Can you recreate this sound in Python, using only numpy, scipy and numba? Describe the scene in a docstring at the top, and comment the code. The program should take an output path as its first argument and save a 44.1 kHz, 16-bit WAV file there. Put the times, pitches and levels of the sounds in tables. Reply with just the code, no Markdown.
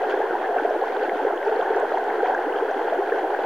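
"""White water tumbles over rocks, heard through a waterproof case: the stream is the only source.
Near bubbles of every size are damped sines that glide upward, the loudest placed one by one.
Countless far bubbles merge into a wash of patchy noise. The case rings in a few broad bands
and dulls the treble; two close microphones hear small delays, and their hiss lies on top."""
import sys
import numpy as np
from scipy import signal
from scipy.fft import rfft, irfft, next_fast_len
from scipy.io import wavfile
from scipy.ndimage import uniform_filter1d, map_coordinates
from numba import njit

SR = 44100
rng = np.random.default_rng(int(sys.argv[2]) if len(sys.argv) > 2 else 0)


def invert_db(level):
    """Linear amplitude ratio for a level in decibels (20 dB per decade), elementwise."""
    return 10 ** (np.asarray(level, dtype=float) / 20)


def materialize(psi):
    """Save the field psi as 16-bit PCM at rate SR to the path in sys.argv[1].

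    A 1-D psi becomes a single channel; in a 2-D psi each row is a channel.
    """
    bounded = np.clip(np.atleast_2d(psi).T, -1, 1)
    quanta = np.round(bounded * 32767).astype(np.int16)
    wavfile.write(sys.argv[1], SR, quanta)


N = 152145  # length in samples

# Colour of the water through the case.
# Each row: frequency in Hz, relative level in dB per Hz.
CASE_COLOUR = [(20, -45.5), (60, -52.5), (117, -46), (215, -31), (281, -17.5), (372, -5), (422, -0.5),
               (608, -9.5), (687, -4.5), (792, -3), (1210, -21), (1550, -11), (2320, -31), (2900, -32.5),
               (3260, -31), (3700, -41.5), (4500, -42), (5000, -49), (6500, -50.5), (7700, -62.5),
               (9000, -59), (14000, -81)]

SPACING_S = .000043  # typical delay between the microphones
PAN_DB = .5  # typical level difference between them
RISE = .3  # pitch gain over one life, as a share of the starting pitch
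# soft start: length in cycles at the given pitch, growing as pitch to a power
ATTACK_CYCLES, ATTACK_HZ, ATTACK_GROWS = .7, 500, .3


def along(points, hz):
    """Reads a curve of (Hz, value) points on a log frequency axis."""
    f, v = np.transpose(points)
    return np.interp(np.log(hz + 1), np.log(f + 1), v)


def unit(x):
    """Scales to rms 1."""
    return x / np.sqrt(np.mean(x ** 2) + 1e-20)


def wobble(rate):
    """A smooth random curve through normal random knots, rate of them a second."""
    knots = rng.standard_normal(int(N * rate / SR) + 4)
    return map_coordinates(knots, [np.arange(N) * rate / SR])


def filtered(x, response):
    """Filters x by a response given as a function of frequency."""
    m = next_fast_len(N + SR // 2)  # spare room for ringing
    return irfft(rfft(x, m) * response(np.fft.rfftfreq(m, 1 / SR)), m)[..., :N]


def causal(points):
    """Minimum-phase response with the gain of the points: it rings after a sound, never before."""
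    def response(hz):
        cepstrum = irfft(np.log(invert_db(along(points, hz)) + 1e-6))
        # fold the cepstrum onto positive time
        cepstrum[1:len(hz) - 1] *= 2
        cepstrum[len(hz):] = 0
        return np.exp(rfft(cepstrum))
    return response


def microphone_hiss():
    """Coloured noise, independent in each channel, plus low amplifier noise common to both."""
    # Colour of the hiss. Each row: frequency in Hz, relative level in dB per Hz.
    hiss_colour = [(20, -1.5), (150, -1), (1000, 5.5), (7000, -3.5), (7800, -8), (8800, -4.5),
                   (15800, -5.5)]
    shared_db, shared_hz = 3, 130  # gain and corner of the common noise
    noise = rng.standard_normal((2, N))
    hiss = unit(filtered(noise, lambda hz: invert_db(along(hiss_colour, hz)) * (hz < 16000)))
    rumble = filtered(rng.standard_normal(N), lambda hz: 1 / (1 + (hz / shared_hz) ** 2))
    return hiss + invert_db(shared_db) * rumble


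def wash():
    """Far bubbles merge into patchy noise whose channels agree less as the pitch rises."""
    patch_db = 0.63  # rms unevenness over time and frequency
    spectra = signal.stft(rng.standard_normal((2, N)), nperseg=512)[2]
    patches = rng.standard_normal(spectra.shape[1:])
    patches = uniform_filter1d(uniform_filter1d(patches, 10, 0), 10, 1)
    pair = signal.istft(spectra * invert_db(patch_db * unit(patches)), nperseg=512)[1][:, :N]

    def mid_side_gains(hz):
        # the channel correlation that random delays around SPACING_S would give
        correlation = 1 / (1 + (2 * np.pi * hz * SPACING_S) ** 2)
        angle = np.arccos(correlation) / 2
        return np.array([np.cos(angle), np.sin(angle)])

    mid, side = filtered(pair, mid_side_gains)
    return np.array([mid + side, mid - side])


@njit
def pops(n, sr, start, hz, size, cycles, lag, pan, rise, attack):
    """Damped sines of rising pitch, each with its own delay and balance between the microphones."""
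    out = np.zeros((2, n))
    for k in range(len(start)):
        for c in range(2):
            t0 = start[k] + (c - .5) * lag[k]
            i0 = int(t0 * sr) + 1
            end = min(i0 + int(2 * cycles[k] / hz[k] * sr), n)  # cut off after two lives
            gain = size[k] * pan[k] ** (c - .5)
            for i in range(max(i0, 0), end):
                u = (i / sr - t0) * hz[k]  # time in cycles of the starting pitch
                life = u / cycles[k]
                envelope = np.exp(-np.pi * life) * (1 - np.exp(-u / attack[k])) ** 2
                out[c, i] += gain * envelope * np.sin(2 * np.pi * u * (1 + rise * life / 2))
    return out


def placed(start, hz, size, cycles, spread):
    """Bubbles from random directions, most near the middle; the later side is the quieter one."""
    side = spread * rng.laplace(size=len(hz))
    attack = ATTACK_CYCLES * (hz / ATTACK_HZ) ** ATTACK_GROWS
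    return pops(N, SR, start, hz, size, np.maximum(cycles, 1.0),
                SPACING_S * side, invert_db(-PAN_DB * side), RISE, attack)


def bubble_crowd():
    """Near bubbles in clumps, small ones more numerous, balanced to equal power per hertz."""
    # Level of the fine spray; only the swing about its mean counts.
    # Each row: time in seconds, level in dB.
    spray_curve = [(0.03, -50), (0.08, -55), (0.1, -47), (0.14, -53), (0.18, -50), (0.58, -53),
                   (0.59, -40.5), (0.61, -49.5), (1.44, -50), (1.48, -44.5), (1.51, -55), (1.62, -48.5),
                   (1.62, -54), (1.87, -52), (1.89, -47), (2.17, -52), (2.25, -49.5), (2.49, -51.5),
                   (2.59, -47.5), (2.62, -50), (3.41, -49), (3.42, -50)]
    bubbles_per_s, small_bias = 5000, .8  # count per octave grows as pitch to this power
    low_hz, high_hz = 201.2, 8760  # range of starting pitches
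    typical_cycles, cycle_spread = 11.14, 0.37  # life, and its scatter in log units
    size_db, clump_db = 3, 1.2  # scatter per bubble, and shared by neighbours in time
    spatter_db, spatter_hz = 2.2, 2200  # showers of small bubbles, fading in around this pitch

    count = int(bubbles_per_s * N / SR)
    u = rng.uniform(0, 1, (count, 2))
    g = np.clip(rng.standard_normal((count, 2)), -2, 1.4)
    start = u[:, 0] * (N - 1) / SR
    at = (start * SR).astype(int)
    low, high = low_hz ** small_bias, high_hz ** small_bias
    hz = (low + u[:, 1] * (high - low)) ** (1 / small_bias)
    size = hz ** (1 - small_bias / 2) * invert_db(size_db * g[:, 0] + clump_db * wobble(25.02)[at])

    s, spray_db = np.transpose(spray_curve)
    shower_db = np.interp(start, s, spray_db - spray_db.mean())
    shower_db = shower_db + spatter_db * unit(wobble(9) + wobble(21.9))[at]
    size = size * invert_db(shower_db / (1 + (spatter_hz / hz) ** 4))
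    return placed(start, hz, size, typical_cycles * np.exp(cycle_spread * g[:, 1]), 1)


def loudest_bubbles():
    """Single bubbles nearly straight ahead, sized to have their level after the case."""
    # Each row: start in seconds, size in dB after the case, starting pitch in Hz, life in cycles.
    glugs = [(0.0177, -14, 644, 10.7), (0.0625, -31.5, 263, 8.1), (0.066, -27.5, 1110, 14),
             (0.0874, 2, 417, 2.9), (0.097, -24, 2860, 8.5), (0.0979, -39, 8372, 9.9),
             (0.102, -30, 6182, 5.7), (0.1044, -30.5, 2599, 18), (0.1356, -13, 374, 12.3),
             (0.1404, -9.5, 834, 10), (0.1711, -10, 468, 8), (0.176, -23, 1530, 12),
             (0.2018, -2.5, 520, 3.9), (0.2122, -10.5, 773, 15), (0.219, -38, 5429, 9),
             (0.2298, -19, 1685, 9.4), (0.2327, -14, 390, 20), (0.2527, -21, 960, 32), (0.295, -47, 135, 4),
             (0.2987, -39, 187, 4.5), (0.307, -19.5, 1355, 14), (0.3502, -7, 810, 9.3),
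             (0.3606, -15, 870, 14), (0.4186, -24, 1076, 15), (0.5498, -17, 970, 5.7),
             (0.5601, -7.5, 657, 8.5), (0.5825, -21, 2320, 7.5), (0.584, -18, 1400, 18),
             (0.6167, -21.5, 263, 5.3), (0.642, -11, 523, 9.5), (0.6465, -5.5, 372, 5.8),
             (0.6506, -8, 614, 8.1), (0.6513, -32, 2110, 25), (0.657, -40, 4565, 9),
             (0.6997, -44, 5198, 28), (0.7062, -13, 579, 16.6), (0.7559, -21, 314, 15.5),
             (0.7593, -4, 510, 6.3), (0.765, -44, 7677, 13), (0.8142, -10, 718, 16.6),
             (0.8146, -28.5, 3839, 6), (0.8201, -10.5, 480, 13), (0.8366, -15.5, 960, 18),
             (0.8703, -3, 775, 5.2), (0.92, -29, 2130, 18), (0.967, -19.5, 3220, 7.2),
             (0.9954, -30.5, 2420, 19), (1.012, -8.5, 425, 9.3), (1.014, -11, 796, 10.5),
             (1.024, -6, 466, 9), (1.0806, -14.5, 286, 3.5), (1.094, -22, 2834, 6), (1.0943, -13, 1930, 13),
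             (1.118, -12, 607, 5.7), (1.1269, -32.5, 182, 3.3), (1.1548, -24, 244, 4.5),
             (1.1936, -12.5, 808, 16.7), (1.2148, -30.5, 257, 13), (1.2347, -40, 5669, 6),
             (1.248, 2.5, 450, 4.3), (1.2661, -9, 388, 9.2), (1.2793, -23, 1870, 10),
             (1.2787, -29, 1030, 31), (1.2845, -21.5, 453, 12), (1.3042, -11.5, 592, 8.2),
             (1.3239, -18, 308, 7.2), (1.3603, -44, 6456, 25), (1.376, -23, 2850, 8), (1.411, -21, 547, 49),
             (1.4281, -16.5, 1940, 10), (1.4507, -37, 4978, 13), (1.4622, -14.5, 840, 38),
             (1.4673, -9, 410, 20), (1.4799, -34, 2290, 24), (1.483, -15, 1150, 5.4),
             (1.4913, -8, 552, 6.9), (1.5162, -13.5, 409.4, 29), (1.539, -6.5, 750, 5.9),
             (1.55, -26, 293, 9.6), (1.561, -35.5, 3970, 19), (1.5899, -5.5, 467, 7.2),
             (1.5986, -7.5, 640, 5), (1.6037, -36, 2599, 24.5), (1.611, -17.5, 3000, 6.2),
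             (1.6123, -13, 597, 7.8), (1.629, -37, 5669, 11), (1.6337, -11, 980, 5.7),
             (1.661, -18.5, 1630, 18), (1.6693, -18, 1080, 7.3), (1.7021, -6, 406, 11.4),
             (1.7322, -33, 4767, 6.7), (1.7454, -11.5, 1430, 6.8), (1.7513, -9, 349, 6.3),
             (1.7629, -26.5, 5530, 7.6), (1.7777, -6.5, 458, 5.2), (1.8, -30.5, 7040, 10.5),
             (1.8257, -15, 584, 26), (1.847, -13.5, 1010, 6.9), (1.906, -13, 1210, 4.1),
             (1.916, -19, 1110, 7.1), (1.9177, -18, 568, 30), (1.9429, -17, 850, 18),
             (1.9538, -28, 2834, 12), (1.971, -10, 854, 14), (1.973, -8, 1770, 4.6),
             (1.9782, -12, 1800, 5.3), (1.9821, -33, 5920, 7.5), (1.984, -41.5, 3830, 26),
             (1.9861, -11.5, 635, 8.5), (1.9955, -5.5, 700, 5), (2.0423, -32, 5920, 6),
             (2.0798, -5.5, 774, 6.3), (2.0958, -28, 867, 16), (2.1028, -7, 1838, 5.4),
             (2.1815, -26.5, 319, 23), (2.204, -14.5, 1330, 7.8), (2.226, 0, 414, 6.2),
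             (2.2483, -32, 2100, 19), (2.258, -12, 885, 14), (2.2593, -13.5, 1980, 7.6),
             (2.267, -27, 2160, 8.7), (2.2695, -12, 856, 5.5), (2.2947, -17.5, 534, 28),
             (2.2955, -6, 670, 5.8), (2.3, -8, 402, 6.2), (2.319, -9, 689, 13.5), (2.3356, -13, 880, 16),
             (2.347, -11.5, 1480, 16), (2.347, -38, 5920, 18), (2.3697, -26.5, 333, 33),
             (2.377, -15.5, 1680, 14), (2.3876, -10, 736, 13), (2.4571, -27, 281.6, 25.2),
             (2.4811, -15, 473, 13), (2.495, -29, 1860, 30), (2.525, -25, 2520, 11), (2.535, -45, 167, 4.6),
             (2.553, -14, 455, 20), (2.5611, -21.5, 2760, 6.9), (2.5784, -33, 2770, 12),
             (2.586, -24.5, 2800, 10), (2.599, -5.5, 900, 5.2), (2.611, -21.5, 1140, 11),
             (2.621, -8, 424, 14), (2.6485, -9, 505, 8.4), (2.7095, -15, 634, 12),
             (2.7117, -41.5, 5600, 29), (2.7237, -17, 940, 11), (2.742, -30, 2980, 13),
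             (2.7609, -24.5, 232, 3.4), (2.7775, -22.5, 288, 6.1), (2.7914, -15, 835, 9.9),
             (2.887, -12, 750, 5.4), (2.897, -29.5, 3091, 16), (2.9219, -11.5, 601, 14.7),
             (2.9558, -50.5, 122, 4.3), (2.9851, -11.5, 346, 10.7), (3.019, -14, 1000, 5.7),
             (3.0199, -6, 705, 6.4), (3.0604, -29, 2210, 8.7), (3.084, -14.5, 678, 20.4),
             (3.097, -34, 2300, 35), (3.1166, -11, 453, 28), (3.121, -14, 1640, 27),
             (3.137, -12, 494, 11.5), (3.23, -24.5, 286, 12.5), (3.247, -9.5, 707, 5.9),
             (3.2963, -37, 7730, 6), (3.347, -6.5, 1510, 7.1), (3.3888, -6, 520, 6)]
    start, db, hz, cycles = np.transpose(glugs)
    size = invert_db(db - along(CASE_COLOUR, hz))  # makes up for the case at the starting pitch
    return placed(start.copy(), hz.copy(), size, cycles.copy(), .4)


def stream():
    """Crowd and wash follow the flow; the loudest bubbles stand out; the case colours all."""
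    # Each row: time in seconds, level of the flow in dB.
    flow_curve = [(0, -22.5), (.5, -23), (1, -23.5), (1.3, -23), (1.4, -25.5), (1.48, -23), (2, -23.5),
                  (2.3, -22.5), (2.8, -24), (3.0, -24), (3.2, -24), (3.45, -23)]
    crowd_db, wash_db = -3.5, -5  # relative to the flow
    surge_db = .4  # small random swell of the flow
    case = causal(CASE_COLOUR)
    s, db = np.transpose(flow_curve)
    flow = invert_db(np.interp(np.arange(N) / SR, s, db) + surge_db * wobble(11.0))
    crowd = invert_db(crowd_db) * unit(filtered(bubble_crowd(), case))
    far = invert_db(wash_db) * unit(filtered(wash(), case))
    return flow * (crowd + far) + filtered(loudest_bubbles(), case)


def scene():
    """The stream alone."""
    return stream()


def low_pass(x):
    """Removes everything above the highest recorded frequency."""
    return signal.sosfilt(signal.butter(12, 15840, fs=SR, output="sos"), x)


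def record(dry):
    """Adds the microphone hiss and a small constant offset to the stream."""
    hiss_db, offset = -57.5, -0.0029  # gain of the hiss; offset in full scale
    mix = dry + invert_db(hiss_db) * microphone_hiss() + offset
    return low_pass(mix)


dry = scene()
out = record(dry)
materialize(out)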